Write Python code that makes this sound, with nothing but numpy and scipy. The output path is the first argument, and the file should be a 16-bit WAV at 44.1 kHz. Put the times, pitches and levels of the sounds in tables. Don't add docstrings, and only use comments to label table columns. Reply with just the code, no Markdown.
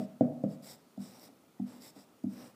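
import sys
import numpy as np
from scipy import signal
from scipy.io import wavfile
from scipy.ndimage import uniform_filter1d

SR = 44100
rng = np.random.default_rng(int(sys.argv[2]) if len(sys.argv) > 2 else 0)


def ratio(d):
    e = np.asarray(d, float) / 20
    return 10 ** e


def pcm_store(signal):
    levels = np.round(np.clip(np.atleast_2d(signal), -1, 1) * 32767)
    wavfile.write(sys.argv[1], SR, levels.astype(np.int16).T)


N = 112454

# (pitch [Hz], level [dB], time to fall by 60 dB [s])
BOARD_MODES = [(145.4, -2.5, .5), (163.34, -3, 0.41), (202.94, 1.5, 0.28), (246.6, 1.5, 0.25),
               (265.8, 7, 0.12), (298.4, -4.5, 0.2), (356.3, -8.5, 0.27), (445, 6.5, 0.11),
               (516.4, 5, 0.15), (534.7, -7.5, 0.3), (560, -10, 0.13), (647, -2.5, 0.27),
               (728.4, -9.5, 0.24), (833.6, -13.5, 0.2)]


def evened(x):
    return x / np.sqrt(np.mean(x ** 2) + 1e-20)


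def drift(x, seconds):
    return evened(uniform_filter1d(x, max(round(seconds * SR), 2)))


def read(points, hz):
    f, value = np.transpose(points)
    return np.interp(np.log(hz + 1), np.log(f + 1), value)


def add(mix, s, sound):
    at = round(s * SR)
    part = mix[max(at, 0):max(at + len(sound), 0)]
    part += sound[max(-at, 0):][:len(part)]


def resonate(x, hz, width_hz):
    turn = np.exp(2j * np.pi * hz * np.arange(len(x)) / SR)
    r = np.exp(-np.pi * width_hz / SR)
    return 2 * (turn * signal.lfilter([1 - r], [1, -r], x / turn)).real


def resonate_twice(x, hz, width_hz):
    return resonate(resonate(x, hz, width_hz), hz, width_hz)


def tap(boom_db, boom_hz, knock_db, knock_hz):
    t = np.arange(SR // 2) / SR
    dull = boom_db - knock_db
    contact_s = 0.0026 * ratio(0.15 * dull)
    mode_columns = np.transpose(BOARD_MODES)[:, :, None]
    hz, db, t60 = mode_columns

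    bloom_start = np.minimum(ratio(-0.56 * dull), 1)
    bloom = 1 - (1 - bloom_start) * np.exp(-(t / 0.0085) ** 2)
    boom_octaves = np.log2(hz / boom_hz) / 0.77 * ratio(0.27 * dull)
    knock_octaves = np.log2(hz / knock_hz) / 0.25
    boom_share = bloom * ratio(boom_db - 6 * boom_octaves ** 2)
    share = boom_share + ratio(knock_db - 6 * knock_octaves ** 2)

    beside, turn = rng.uniform(-1.11, 1, (2, len(hz), 1))
    neighbour_hz = hz * (1 + 0.046 * beside)
    neighbour = ratio(-3.5 - 60 * t / t60) * np.sin(2 * np.pi * neighbour_hz * t + np.pi * turn)
    mode = ratio(-60 * t / t60) * np.cos(2 * np.pi * hz * (t - contact_s))
    ring = -(share * ratio(db) * (mode + neighbour)).sum(0) / 2

    u = np.maximum((t - contact_s) * np.pi * 230 + 1, 0)
    blow = -ratio(knock_db + 12) * u * np.exp(1 - u) * np.cos(2 * np.pi * knock_hz * (t - contact_s))
    thump = ratio(boom_db - 21 - 60 * t / 0.22) * np.sin(2 * np.pi * 105.8 * t)

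    noise = rng.standard_normal(len(t))
    rattle = evened(resonate_twice(noise, 1180, 1100)) + ratio(-28) * noise
    tick = ratio(knock_db - 29.5) * np.exp(-t / 0.027) * rattle
    click = ratio(-57.5 + boom_db / 4) * np.exp(-t / 0.0032) * barrel(noise, 0.9)
    onset = np.sin(np.pi / 2 * np.minimum(t / contact_s / 2, 1)) ** 2
    return (ring + blow + tick + thump) * onset + click


def stroke(rise, fall, hiss_db, pitch):
    grains_per_s, fullness = 4800, 0.81
    t = np.arange(-rise, fall + 0.04, 1 / SR)
    speed = np.sin(np.pi / 2 * np.interp(t, [-rise, 0, fall], [0, 1, 0])) ** fullness
    draw = rng.random((4, SR // 2))[:, :len(t)]
    wobble = ratio(0.5 * drift(draw[3] - .5, 0.015))
    sign = np.sign(draw[0] - .5)
    happens = draw[1] < grains_per_s / SR
    size = ratio(-np.log(draw[2] + 1e-9))
    grains = speed * wobble * evened(sign * happens * size)
    push_db = -59.5 + .15 * (hiss_db + 59) + 36.5 * (rise + fall - 0.18)
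    return ratio(hiss_db) * barrel(grains, pitch), ratio(push_db) * grains


def barrel(x, pitch):
    # (pitch [Hz], width [Hz], level [dB])
    pen_resonances = [(2086, 800, -2.5), (3857, 690, 2), (5010, 700, 5.5), (5570, 530, 6),
                      (8070, 1730, 6.5), (9250, 900, -4.5), (11670, 1500, 1.5), (14840, 1600, 1.5)]
    draw = rng.random((2, len(pen_resonances), SR // 2)) - .5
    grip = ratio(1.8 * drift(draw[0], 0.036))[:, :len(x)]
    ways = x * grip * np.sign(draw[1, :, :len(x)])
    peaks = 0
    for way, (hz, width_hz, db) in zip(ways, pen_resonances):
        evening = np.sqrt(SR / width_hz) / 3
        peaks = peaks + ratio(db) * resonate_twice(way, hz * pitch, width_hz) * evening
    return peaks / 2 + ratio(-20) * x


def rumble(push):
    modes = 0
    for hz, db, t60 in BOARD_MODES:
        modes = modes + ratio(db) * resonate(push, hz, 3.48 * 4.45 / t60) * np.sqrt(t60)
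    rasp = resonate_twice(push, 750, 130)
    return 6 * ratio(-2.5) * modes + 4 * ratio(-13) * rasp


def room(x):
    # (pitch [Hz], time to fall by 60 dB [s])
    ring_times = [(120, 0.59), (300, 0.6), (700, 0.72), (1400, 1), (5000, 0.51), (14000, 0.24)]
    echoes = np.zeros(SR)
    at = np.arange(300, SR - 20, 20)
    echoes[at + rng.integers(0, 20, len(at))] = rng.choice([-1., 1.], len(at))
    hz, t, z = signal.stft(echoes, SR, nperseg=512)
    fade = ratio(-60 * t / read(ring_times, hz)[:, None])
    tail = signal.istft(z * fade, SR, nperseg=512)[1]
    return signal.fftconvolve(x, tail / np.linalg.norm(tail))[:N]


def air():
    # (pitch [Hz], level per Hz [dB])
    air_colour = [(18, -58), (30, -23), (227, 3.5), (1130, -11.5), (1280, -8.5), (1430, -12), (1590, -16.5),
                  (13000, -24), (16000, -22)]
    frames, hz = N // 256 + 5, np.fft.rfftfreq(1024, 1 / SR)
    a, b, patches = rng.standard_normal((frames, 513, 3)).T
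    patches = uniform_filter1d(patches, size=8, axis=0)
    patches = evened(uniform_filter1d(patches, size=10, axis=1))
    z = (a + 1j * b) * ratio(read(air_colour, hz)[:, None] + .8 * patches)
    return ratio(-64.5) * evened(signal.istft(z, nperseg=1024, noverlap=768)[1][:N])


def scene():
    # (time [s], boom level [dB], boom pitch [Hz], knock level [dB], knock pitch [Hz])
    landings = [
        (-.022, -25, 237.6, -27.5, 656),
        (.2075, -17, 243, -25.5, 603),
        (0.4362, -26, 204, -35, 575),
        (.974, -32.5, 214, -52.5, 652),
        (1.186, -65, 232, -69, 714),
        (1.287, -53.5, 260, -61.5, 660),
        (1.436, -67.5, 243, -69.5, 670),
        (1.595, -26, 237.4, -52.5, 737),
        (1.961, -49.5, 270, -61.5, 650),
        (2.237, -21.5, 249, -52, 648),
    ]
    # (time of top speed [s], rise [s], fall [s], hiss level [dB], barrel pitch factor)
    strokes = [
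        (.0, 0.062, 0.064, -64, .97),
        (.515, 0.037, 0.055, -66.5, 0.95),
        (0.689, .07, 0.078, -52.5, 0.97),
        (1.05, 0.064, 0.075, -59.5, 0.99),
        (1.145, .06, 0.069, -61, 1.01),
        (1.26, 0.081, 0.031, -59, 0.998),
        (1.70, 0.045, 0.14, -65, 0.967),
        (1.871, 0.074, 0.044, -55, 0.96),
        (1.98, 0.037, 0.074, -64, 0.98),
        (2.429, .15, 0.095, -62, 1.01),
    ]
    board, hiss, push = np.zeros((3, N))
    for s, *landing in landings:
        add(board, s, tap(*landing))
    for s, rise, *rest in strokes:
        high, low = stroke(rise, *rest)
        add(hiss, s - rise, high)
        add(push, s - rise, low)
    snag = np.exp(-np.arange(400) / 40) * rng.standard_normal(400)
    add(hiss, 1.196, ratio(-36) * barrel(snag, .95) / 6)
    board = board + rumble(push)
    echo = room(ratio(-10.5) * board + ratio(-16.5) * hiss)
    return (board + hiss + echo + air())[None]


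def low_pass(x):
    return signal.sosfilt(signal.butter(12, 16430, fs=SR, output="sos"), x)


def record(dry):
    low_cut = signal.butter(2, 77, "high", fs=SR, output="sos")
    top_cut = signal.firwin(1023, 15480, window=("kaiser", 9), fs=SR)
    mix = signal.sosfilt(low_cut, dry)
    mix = signal.oaconvolve(mix, top_cut[None], "same")
    return low_pass(mix)


dry = scene()
out = record(dry)
pcm_store(out)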